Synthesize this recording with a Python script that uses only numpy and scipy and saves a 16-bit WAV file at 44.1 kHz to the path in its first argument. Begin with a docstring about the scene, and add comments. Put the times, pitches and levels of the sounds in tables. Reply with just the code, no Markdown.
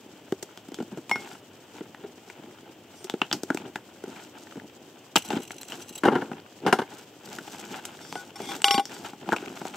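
"""Open hillside of loose stones: someone shuffles about, sets down a plastic bucket, drops its handle
and pries with a steel digging bar. The bar zings faintly in the hand, scrapes gravel, clanks on rock
and rings in bending modes until damped. The bucket's hollow wall booms; its wire hooks jingle. Stones
knock and thud underfoot. Gravel, soles and cloth scuff over quiet outdoor hiss. No walls, no echo."""
import sys
import numpy as np
from scipy import signal
from scipy.fft import rfft, irfft
from scipy.io import wavfile
from scipy.ndimage import uniform_filter1d

SR = 44100
rng = np.random.default_rng(int(sys.argv[2]) if len(sys.argv) > 2 else 0)


def int16_out(signal):
    """Quantize to a 16-bit WAV file."""
    q = np.round(np.clip(np.atleast_2d(signal).T, -1, 1) * 32767)
    wavfile.write(sys.argv[1], SR, q.astype(np.int16))


N = 430416

# bar contacts: t/s, level/dB, tilt/(dB/oct), lead mode f/Hz, its boost/dB, free ring/s
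BAR_HITS = [(1.114, -19.5, 1, 2162, 36.5, 0.16), (1.115, -24.5, -3.5, 5470, 30.5, 0.02),
            (1.155, -29, 3, 5470, 19, 0.0069), (8.155, -21, -0.5, 1470, 19.5, 0.066),
            (8.357, -15, -1, 5470, 10.5, 0.007), (8.488, -12.5, -2, 3338, 11, 0.036),
            (8.643, 2.5, 0.5, 791, 4, 0.079), (8.709, 1, -0.5, 5470, 13, 0.046),
            (8.744, -3, -2, 4624, 12, 0.027), (8.779, -7.5, -2, 812, 13.5, 0.01),
            (8.795, -6.5, -1.5, 812, 13, 0.0059)]
# bar bending modes: f/Hz, level/dB, t60/s
STEEL_MODES = [(803, -26, .9), (1102, -33, .7), (1470, -35, .5), (2003, -36, .25), (2162, -33, .19),
               (2366, -36, .5), (3338, -35, .5), (3570, -35, .4), (4624, -37, .5), (5203, -36, .25),
               (5470, -35, .2), (5972, -35, .25), (7095, -41, .15), (7388, -35, .3), (8696, -32, .18),
               (9825, -40, .22), (11405, -39, .22), (12890, -44, .12), (14300, -46, .22)]
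# blade bouncing on a slab: t/s, level/dB, cut-off f/Hz, chatter t60/s
SLAB_HITS = [(8.6433, -13, 6440, 0.0068), (8.683, -22, 3200, 0.016), (8.7086, -19, 5000, 0.02),
             (8.743, -26.5, 2500, 0.023), (8.779, -24.5, 2190, 0.034), (8.796, -31, 2290, 0.022)]
# slab modes: f/Hz, level/dB, t60/s
ROCK_MODES = [(404, 18, 0.039), (1170, 10, 0.0073), (1570, 4, 0.011), (2880, 22, 0.012),
              (3090, 20.5, 0.013), (3900, 23.5, 0.011), (5500, 4, 0.0099),]
# bar rubbed, shaft in hand (faint) or blade on gravel: start t/s, end t/s, level/dB, brightest f/Hz
BAR_RUBS = [(1.315, 1.38, -57, 7100), (2.963, 3.073, -55, 6730), (8.02, 8.197, -48, 5000),
            (8.42, 8.524, -42.5, 3440), (8.8, 9.065, -55.5, 4500)]
# bucket rocking to rest, then handle bouncing: t/s, level/dB, hardness/(dB/band), nominal t60/s
BUCKET_HITS = [(6.034, -17.5, 1.5, 0.26), (6.051, -17, 2, 0.14), (6.076, -15.5, -2.5, 0.051),
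               (6.084, -15.5, -2.5, 0.018), (6.117, -18.5, -1, 0.38), (6.153, -18, -1, 0.052),
               (6.218, -28, 0.5, 0.033), (6.315, -30, -2.5, 0.022), (6.663, -18.5, 3.5, 0.15),
               (6.726, -15.5, 5, 0.032), (6.787, -23.5, 3, 0.07), (6.816, -32, 3, 0.074)]
# bucket wall modes: f/Hz, level/dB, t60/s
WALL_MODES = [(226, 19, 0.092), (295, 26.5, 0.028), (376, 25, 0.033), (790, 19.5, 0.015),
              (1380, 14.5, 0.018), (1520, 6, 0.029), (2096, 13, 0.044), (2857, 15.5, 0.01)]
# hooks catching in their lugs: t/s, level/dB
HOOK_CATCHES = [(5.18, -30.5), (5.252, -41.5), (5.433, -43.5), (5.615, -40.5), (5.701, -43), (5.893, -41),
                (5.955, -36.5), (5.98, -37.5)]
# hooks rubbing: start t/s, end t/s, level/dB
HOOK_RUB = (5.2, 6.0, -50)
# hook modes: f/Hz, level/dB
WIRE_MODES = [(2826, -3.5), (3192, -10), (3989, -7.5), (5959, -5), (6298, -13), (7650, -3.5),
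              (10180, -13.5), (11908, -19)]
# knocked stones: t/s, level/dB, f/Hz, softness/(dB/oct), nominal t60/s
STONE_KNOCKS = [(0.574, -43, 3270, 2, .006), (0.743, -43, 3230, -2.5, 0.0057),
                (1.094, -36.5, 1050, 1.5, 0.04), (1.112, -25.5, 1000, 4.5, 0.021),
                (1.157, -29, 1473, 9, 0.018), (1.946, -40.5, 1870, 10, 0.0067),
                (2.299, -42, 2220, 5, 0.024), (3.097, -30.5, 3500, 5, 0.007), (3.216, -18, 2800, 31, 0.017),
                (3.313, -28.5, 3400, 18, 0.015), (3.327, -24, 5000, 1, 0.022),
                (3.502, -21, 1510, 30, 0.012), (3.572, -33, 2440, 5, 0.016), (3.757, -29, 1670, 7, 0.023),
                (5.157, -18.5, 1246, 3.5, 0.025), (5.161, -19, 2950, -1, 0.019),
                (5.169, -20.5, 2690, 22, 0.022), (5.303, -25.5, 860, 5, 0.04),
                (5.506, -35.5, 2000, 9, 0.013), (5.631, -43, 7640, -2, 0.0066), (5.72, -35, 3000, 4, 0.1),
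                (7.385, -36, 1530, 4.5, 0.021), (7.852, -35, 9700, 0, 0.017), (8.125, -35, 970, 3, 0.0083),
                (8.154, -27, 845, 8, 0.024), (8.401, -30.5, 701, 9, 0.019), (8.618, -34.5, 8300, 0, 0.0095),
                (8.854, -43, 5370, -10, 0.0043), (9.132, -36, 845, 12, 0.034),
                (9.289, -25.5, 890, 8, 0.015), (9.321, -20.5, 1540, 28, 0.019),
                (9.327, -18, 830, 9.5, 0.022), (9.333, -21.5, 1330, 21, 0.035),
                (9.362, -31, 2640, 6, 0.033), (9.615, -28.5, 856, 14, 0.017), (9.652, -28, 744, 9, 0.014)]
# stones trodden or dropped into soil: t/s, level/dB, f/Hz, relative grit level/dB, nominal t60/s
STONE_THUDS = [(0.322, -22, 384, -21, 0.015), (0.426, -36, 375, 2, 0.027), (0.684, -39, 277, -13, 0.024),
               (.718, -37, 270, -16, 0.016), (0.786, -32, 238, -24, 0.024), (0.801, -27, 303, -28, 0.05),
               (0.824, -34.5, 240, -17, 0.025), (0.916, -33.5, 186, -31, 0.24),
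               (.973, -32, 232, -18, 0.069), (1.807, -32, 381, -32, 0.034), (2.036, -33, 397, -46, 0.13),
               (3.043, -35.5, 385, -3, 0.026), (3.138, -25, 410, -27, 0.022), (3.328, -28.5, 247, -7, 0.22),
               (3.433, -29.5, 390, -4.5, 0.014), (3.504, -24, 288, -39, 0.015),
               (3.546, -27, 323, -9.5, 0.0074), (4.038, -33, 430, -16, 0.013),
               (4.078, -38, 384, -25, 0.025), (4.555, -37.5, 272, -20, 0.028),
               (4.568, -35.5, 235, -20, .045), (5.331, -24, 268, -30, 0.13), (8.743, -30, 233, -22, 0.025),
               (8.779, -28, 268, -14, 0.013), (9.279, -35, 209.7, -25, 0.037),
               (9.424, -34.5, 366, -28, 0.012)]
# gravel, soles and cloth brushing over dry ground: start t/s, end t/s, level/dB
SCUFFS = [(1.148, 1.367, -44.5), (1.757, 1.792, -41), (2.259, 2.324, -48), (4.084, 4.272, -46),
          (4.341, 4.554, -51), (5.245, 5.442, -42), (5.689, 5.827, -41.5), (6.904, 7.036, -43.5),
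          (7.237, 7.676, -41.5), (7.692, 7.802, -37.5), (7.809, 8.298, -46), (8.383, 8.603, -37),
          (8.883, 9.113, -40), (9.267, 9.539, -46.5), (9.549, 9.795, -41.5)]
# soles pressing the slope: start t/s, end t/s, level/dB
FOOTSTEPS = [(2.367, 2.499, -50.5), (3.496, 3.701, -46.5), (4.066, 4.147, -51.5), (4.548, 4.645, -50),
             (5.303, 5.395, -32), (6.173, 6.405, -48), (6.637, 6.695, -33.5), (9.212, 9.531, -48)]
# spectrum of stone on stony soil: f/Hz, level/dB
GROUND_SPECTRUM = [(60, -7), (120, -8.5), (220, -0.5), (370, 0.5), (540, -9.5), (860, 1), (1110, -11),
                   (1450, -3.5), (1850, -12.5), (3000, -9.5), (4400, -19), (8000, -18.5), (9200, -31),
                   (15000, -28)]
# outdoor hiss density: f/Hz, relative level/dB
AIR_SPECTRUM = [(30, -47), (60, -23), (100, 6), (170, -4), (310, 6), (500, 2), (820, -3.5), (1250, -9),
                (2100, -11), (3150, -6), (4000, -19.5), (8200, -23.5), (9200, -32), (15000, -21)]
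# thud, knock, clack and tick bands: low f/Hz, high f/Hz
BANDS_HZ = [(125, 560), (560, 1900), (1900, 4500), (4500, 15000)]
# share of each of those bands: level/dB
SOIL_DB, GRIT_DB, PLASTIC_DB = (1, -13, -21, -44), (-30, -10.5, -12, -2), (0, -2, -18, -27)


def bar(stop_t60_s=0.077, rise_s=0.00055, pan_db=4, split=0.0068, rattle_db=1.2, rattle_hz=240):
    """Each contact point favours other modes; they ring and rattle on stone until the blade is stopped."""
    out, t = np.zeros((2, N)), np.arange(SR // 4) / SR
    hz, mode_db, t60_s = np.transpose(STEEL_MODES)
    balance_db = pan_db * rng.standard_normal(len(hz)) * np.minimum(hz / hz.mean(), 1)
    sides = undb(balance_db * np.array([[.5], [-.5]]))
    angle = 2 * np.pi * hz[:, None] * t
    hold = int(SR / rattle_hz)
    for at_s, db, tilt_db, lead_hz, boost_db, free_s in BAR_HITS:
        levels_db = mode_db + db + tilt_db * np.log2(hz / 2500)
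        levels_db[np.argmin(abs(hz - lead_hz))] += boost_db
        phase, twin_phase = rng.uniform(0, 2 * np.pi, (2, len(hz), 1))
        # uneven shaft bends in two planes: each mode beats with a close twin
        twins = .08 * np.sin(angle * (1 + split) + twin_phase)
        rings = (np.sin(angle + phase) + twins) * fade(t, t60_s[:, None])
        damping = fade(np.maximum(t - free_s, 0), stop_t60_s) * np.minimum(t / rise_s, 1)
        jolts = rng.standard_normal((len(hz), 200))[:, np.arange(len(t)) // hold]
        rattle = undb(rattle_db * uniform_filter1d(jolts, hold))
        add(out, at_s, (sides * undb(levels_db)) @ (rings * rattle) * damping)
    return out


def clanks(crack_db=-7, chatter_db=-10, width=0.27):
    """Steel on rock: impact and chatter ring the slab's short modes; softer bounces are duller."""
    out, t = np.zeros((2, N)), np.arange(SR // 10) / SR
    slab = modal(ROCK_MODES)
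    slab[0] += undb(crack_db)
    for at_s, db, cut_hz, chatter_s in SLAB_HITS:
        force = undb(chatter_db) * noise(len(t), width) * fade(t, chatter_s)
        force[:, 0] += 1
        force = band(force, (220.5, cut_hz), order=2)
        add(out, at_s, unit(through(force, slab)) * undb(db) / np.sqrt(10))  # energy re 10 ms
    return out


def bar_rubs(damped_t60_s=0.14, falloff_db_oct=12):
    """Friction rings the bar: faint high zings of shaft in hand, louder scrapes of blade on gravel."""
    out = np.zeros((2, N))
    force = crunch(rate_hz=150, spread_db=2, grain_s=.003, width=.5, hiss=.5, slip_db=5)
    for start_s, end_s, db, bright_hz in BAR_RUBS:
        steel = modal([(hz, mode_db - falloff_db_oct * abs(np.log2(hz / bright_hz)), damped_t60_s)
                       for hz, mode_db, _ in STEEL_MODES])
        out += unit(through(force, steel)) * undb(db) * swell(start_s, end_s)
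    return out


def bucket(direct_db=-1, cut_hz=1700):
    """Knocks ring the hollow plastic wall: dull from base on soil, brighter from handle on rim."""
    out, wall = np.zeros((2, N)), modal(WALL_MODES)
    wall[0] += undb(direct_db)
    wall = signal.sosfilt(signal.butter(1, cut_hz, fs=SR, output="sos"), wall)
    for at_s, db, hardness_db, decay_s in BUCKET_HITS:
        shares_db = PLASTIC_DB + hardness_db * np.arange(len(BANDS_HZ))
        add(out, at_s, impact(db + shares_db, decay_s, wall, click=2.1, grain_db=5,
                              tail_db=-21.5, tail_s=0.18, rise_s=0.00096))
    return out


def hooks(catch_t60_s=0.025, rub_t60_s=0.014, rise_s=0.0039, scatter_db=4, detune=0.011):
    """Wire hooks grate as the bucket swings; each catch shifts the contact, so mode pitch and level."""
    start_s, end_s, rub_db = HOOK_RUB
    rubbing = crunch(rate_hz=70, spread_db=3, grain_s=0.002, width=0.4, hiss=0.08, slip_db=5)
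    rubbed_wire = modal([(hz, db, rub_t60_s) for hz, db in WIRE_MODES])
    out = unit(through(rubbing, rubbed_wire)) * undb(rub_db) * swell(start_s, end_s)
    t = np.arange(SR // 10) / SR
    for at_s, db in HOOK_CATCHES:
        wire = modal([(hz * (1 + detune * rng.standard_normal()),
                       mode_db + scatter_db * rng.standard_normal(), catch_t60_s)
                      for hz, mode_db in WIRE_MODES], size=4096)
        wire[0] += .07  # dry rasp
        force = noise(len(t), 0.24) * t * np.exp(-t / rise_s)
        add(out, at_s - rise_s, unit(through(force, wire)) * undb(db) / np.sqrt(10))  # energy re 10 ms
    return out


def knocks(below_db_oct=2.5, grit_floor_db=-23.5):
    """Stone on stone or steel: softer contacts lose more above the stone's pitch but still crush grit."""
    out, centres_hz = np.zeros((2, N)), np.sqrt(np.prod(BANDS_HZ, axis=1))
    for at_s, db, hz, softness_db_oct, decay_s in STONE_KNOCKS:
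        octaves = np.log2(centres_hz / hz)
        loss_db = abs(octaves) * np.where(octaves < 0, below_db_oct, softness_db_oct)
        shares_db = np.maximum(-loss_db, grit_floor_db)
        add(out, at_s, impact(db + shares_db, decay_s, stone(hz), click=4.9, grain_db=4.5,
                              tail_db=-23, tail_s=0.14))
    return out


def thuds():
    """A trodden stone thumps the soil at a pitch set by its size and cracks the grit beneath."""
    out = np.zeros((2, N))
    for at_s, db, hz, grit_db, decay_s in STONE_THUDS:
        shares_db = np.maximum(SOIL_DB, np.add(GRIT_DB, grit_db))
        body = stone(hz, ring_db=10, max_t60_s=0.022)
        add(out, at_s, impact(db + shares_db, decay_s, body, click=3.4, grain_db=3.5,
                              tail_db=-27.5, tail_s=0.11))
    return out


def scuffs(shares_db=(-6, -5, -9)):
    """Gravel, soles and cloth brush over dry ground: an even low rub under stick-slip grains."""
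    low = crunch(rate_hz=500, spread_db=1, grain_s=.003, width=.05, hiss=1, slip_db=3)
    mid = crunch(rate_hz=900, spread_db=4.5, grain_s=.0015, width=.4, hiss=.3, slip_db=7)
    high = crunch(rate_hz=1100, spread_db=5, grain_s=.00087, width=.44, hiss=.31, slip_db=5)
    layers = ground_layers(low, mid, high, top_hz=15000)
    rasp = sum(layer * undb(db) for layer, db in zip(layers, shares_db))
    return rasp * sum(undb(db) * swell(start_s, end_s) for start_s, end_s, db in SCUFFS)


def shuffle(shares_db=(0, -6.5, -30), rests_db=(-54.5, -60.5, -60)):
    """Steps press soil, roll gravel and grind grit; in between the ground barely stirs."""
    soil = crunch(rate_hz=120, spread_db=-2.5, grain_s=.0018, width=.0066, hiss=.19, slip_db=3.5)
    gravel = crunch(rate_hz=160, spread_db=-2.5, grain_s=.0012, width=.48, hiss=.3, slip_db=8.5)
    grit = crunch(rate_hz=1100, spread_db=-3, grain_s=.0012, width=.95, hiss=.29, slip_db=5)
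    layers = ground_layers(soil, gravel, grit, top_hz=14500)
    steps = sum(undb(db) * swell(start_s, end_s) for start_s, end_s, db in FOOTSTEPS)
    return sum(layer * (steps * undb(share_db) + undb(rest_db))
               for layer, share_db, rest_db in zip(layers, shares_db, rests_db))


def pebbles(count=70, rest_db=-65, scatter_db=2.5, median_hz=1700, t60_s=.016):
    """Pebbles of mixed size tick faintly, more often and harder during scuffs and steps."""
    out, t = np.zeros((2, N)), np.arange(SR // 10) / SR
    odds = 1 + 3 * sum(swell(start_s, end_s) for start_s, end_s, _ in SCUFFS + FOOTSTEPS)
    onsets = rng.choice(N, count, p=odds / odds.sum())
    traits = np.clip(rng.standard_normal((count, 2)), -2, 2)
    for onset, (strength, smallness) in zip(onsets, traits):
        hz = median_hz * np.exp(smallness / 2)
        force = noise(len(t), 0.63) * fade(t, t60_s)
        tick = band(through(force, stone(hz, ring_db=7)), (hz / 2, 2 * hz), order=1)
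        add(out, onset / SR, unit(tick) * undb(rest_db + scatter_db * strength) * np.sqrt(odds[onset]))
    return out


def air(level_db=-53, width=0.37):
    """Steady outdoor hush, centred in the bass, wide in the treble."""
    mid, side = through(rng.standard_normal((2, N)), colour(AIR_SPECTRUM))
    side = width * band(side, (900, 16000), order=1)
    return unit(np.array([mid + side, mid - side])) * undb(level_db)


def impact(levels_db, decay_s, body, click, grain_db, tail_db, tail_s, rise_s=0.000977):
    """One contact, then a fading chatter of tiny ones; nearby stones scatter a faint tail."""
    out, t = 0, np.arange(SR // 5) / SR
    grains = np.repeat(rng.standard_normal(len(t)), SR // 2000)[:len(t)]
    chatter = unit(undb(grain_db * grains))
    stretches, tail_trims_db = (0.74, 1, 0.77, 1), (3, -1, -2.5, 6.5)
    widths = (0.0069, 0.12, 0.35, 0.58)  # high bands scatter wider
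    for edges_hz, db, stretch, width, trim_db in zip(BANDS_HZ, levels_db, stretches, widths,
                                                     tail_trims_db):
        tail = undb(tail_db + trim_db) * fade(t, tail_s)
        force = noise(len(t), width) * (chatter * fade(t, decay_s * stretch) + tail)
        force *= 1 - np.exp(-t / rise_s)
        force[:, int(rise_s * SR)] += click
        out = out + unit(band(through(force, body), edges_hz)) * undb(db)
    return out / np.sqrt(20)  # energy re 10 ms


def crunch(rate_hz, spread_db, grain_s, width, hiss, slip_db, slip_hz=45):
    """Small unequal contacts over a sliding hiss, sticking and slipping."""
    sizes = undb(spread_db * np.minimum(rng.exponential(size=N), 4))
    contacts = sizes * (rng.random(N) < rate_hz / SR)
    power = signal.lfilter([1], [1, -np.exp(-1 / (grain_s * SR))], contacts ** 2)
    hold = int(SR / slip_hz)
    slips = uniform_filter1d(rng.uniform(-1, 1, N)[np.arange(N) // hold], hold // 2)
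    return noise(N, width) * np.sqrt(power / power.mean() + hiss) * undb(slip_db * slips)


def stone(hz, ring_db=13, cycles=16, max_t60_s=0.0088):
    """Ground response plus a stone's short clink; soil cuts low rings short."""
    ground = colour(GROUND_SPECTRUM)
    ring = modal([(hz, ring_db, min(cycles / hz, max_t60_s))], size=2048)
    return ground + signal.fftconvolve(ground, ring)[:len(ground)]


def ground_layers(low, mid, high, top_hz):
    """Three forces through the ground, one per band, each at rms 1."""
    ground, bands_hz = colour(GROUND_SPECTRUM), [(120, 600), (600, 4000), (4000, top_hz)]
    return [unit(band(through(force, ground), edges_hz))
            for force, edges_hz in zip((low, mid, high), bands_hz)]


def modal(modes, size=8192):
    """Impulse response of modes: f/Hz, peak level/dB, t60/s."""
    t = np.arange(size) / SR
    return sum(undb(db) * 2 * np.log(1000) / (t60_s * SR) * fade(t, t60_s) * np.cos(2 * np.pi * hz * t)
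               for hz, db, t60_s in modes)


def colour(spectrum, size=2048):
    """Minimum-phase impulse response of a spectrum: f/Hz, level/dB."""
    hz, db = np.transpose(spectrum)
    bins_hz = np.fft.rfftfreq(size, 1 / SR) + 1
    gain = undb(np.interp(np.log(bins_hz), np.log(hz), db))
    cepstrum = irfft(np.log(gain))
    cepstrum[1:size // 2] *= 2
    cepstrum[size // 2 + 1:] = 0
    return irfft(np.exp(rfft(cepstrum)))


def through(x, response):
    """Pass both channels through a body."""
    return signal.fftconvolve(x, response[None], axes=-1)[:, :x.shape[-1]]


def band(x, edges_hz, order=3):
    """Causal band-pass."""
    return signal.sosfilt(signal.butter(order, edges_hz, "band", fs=SR, output="sos"), x)


def noise(size, width):
    """Mid/side stereo noise."""
    mid, side = rng.standard_normal((2, size))
    return np.array([mid + width * side, mid - width * side])


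def swell(start_s, end_s, edge_s=0.053):
    """Soft-edged envelope of one movement."""
    t = np.arange(N) / SR
    return np.clip(np.minimum(t - start_s, end_s - t) / edge_s + .5, 0, 1)


def fade(t, t60_s):
    """Exponential decay, -60 dB at t60_s."""
    return np.exp(-np.log(1000) * t / t60_s)


def undb(db):
    """dB to gain."""
    return 10 ** (np.asarray(db) / 20)


def unit(x):
    """Scale to rms 1."""
    return x / np.sqrt(np.mean(x ** 2))


def add(out, at_s, x):
    """Mix x into out from at_s."""
    i = int(at_s * SR)
    out[:, i:i + x.shape[-1]] += x[..., :N - i]


def scene():
    """Everything on the hillside."""
    return (knocks() + thuds() + bucket() + hooks() + bar() + clanks() + bar_rubs()
            + shuffle() + scuffs() + pebbles() + air())


def record(dry, port_share=0.17, balance_db=0.85, lag_s=1e-5, top_hz=15600):
    """Left port leads and is more sensitive near 1 kHz; then full-scale clipping and treble cut-off."""
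    sides = np.array([[1], [-1]])
    shift = np.exp(1j * np.pi * np.fft.rfftfreq(N, 1 / SR) * lag_s * sides)
    spaced = irfft(rfft(dry) * shift, N)
    ported = spaced + port_share * sides * band(spaced, (750, 1500), order=1)
    clipped = np.clip(ported * undb(balance_db * sides / 2), -1, 1)
    return signal.sosfilt(signal.ellip(8, .2, 70, top_hz, fs=SR, output="sos"), clipped)


dry = scene()
out = record(dry)
int16_out(out)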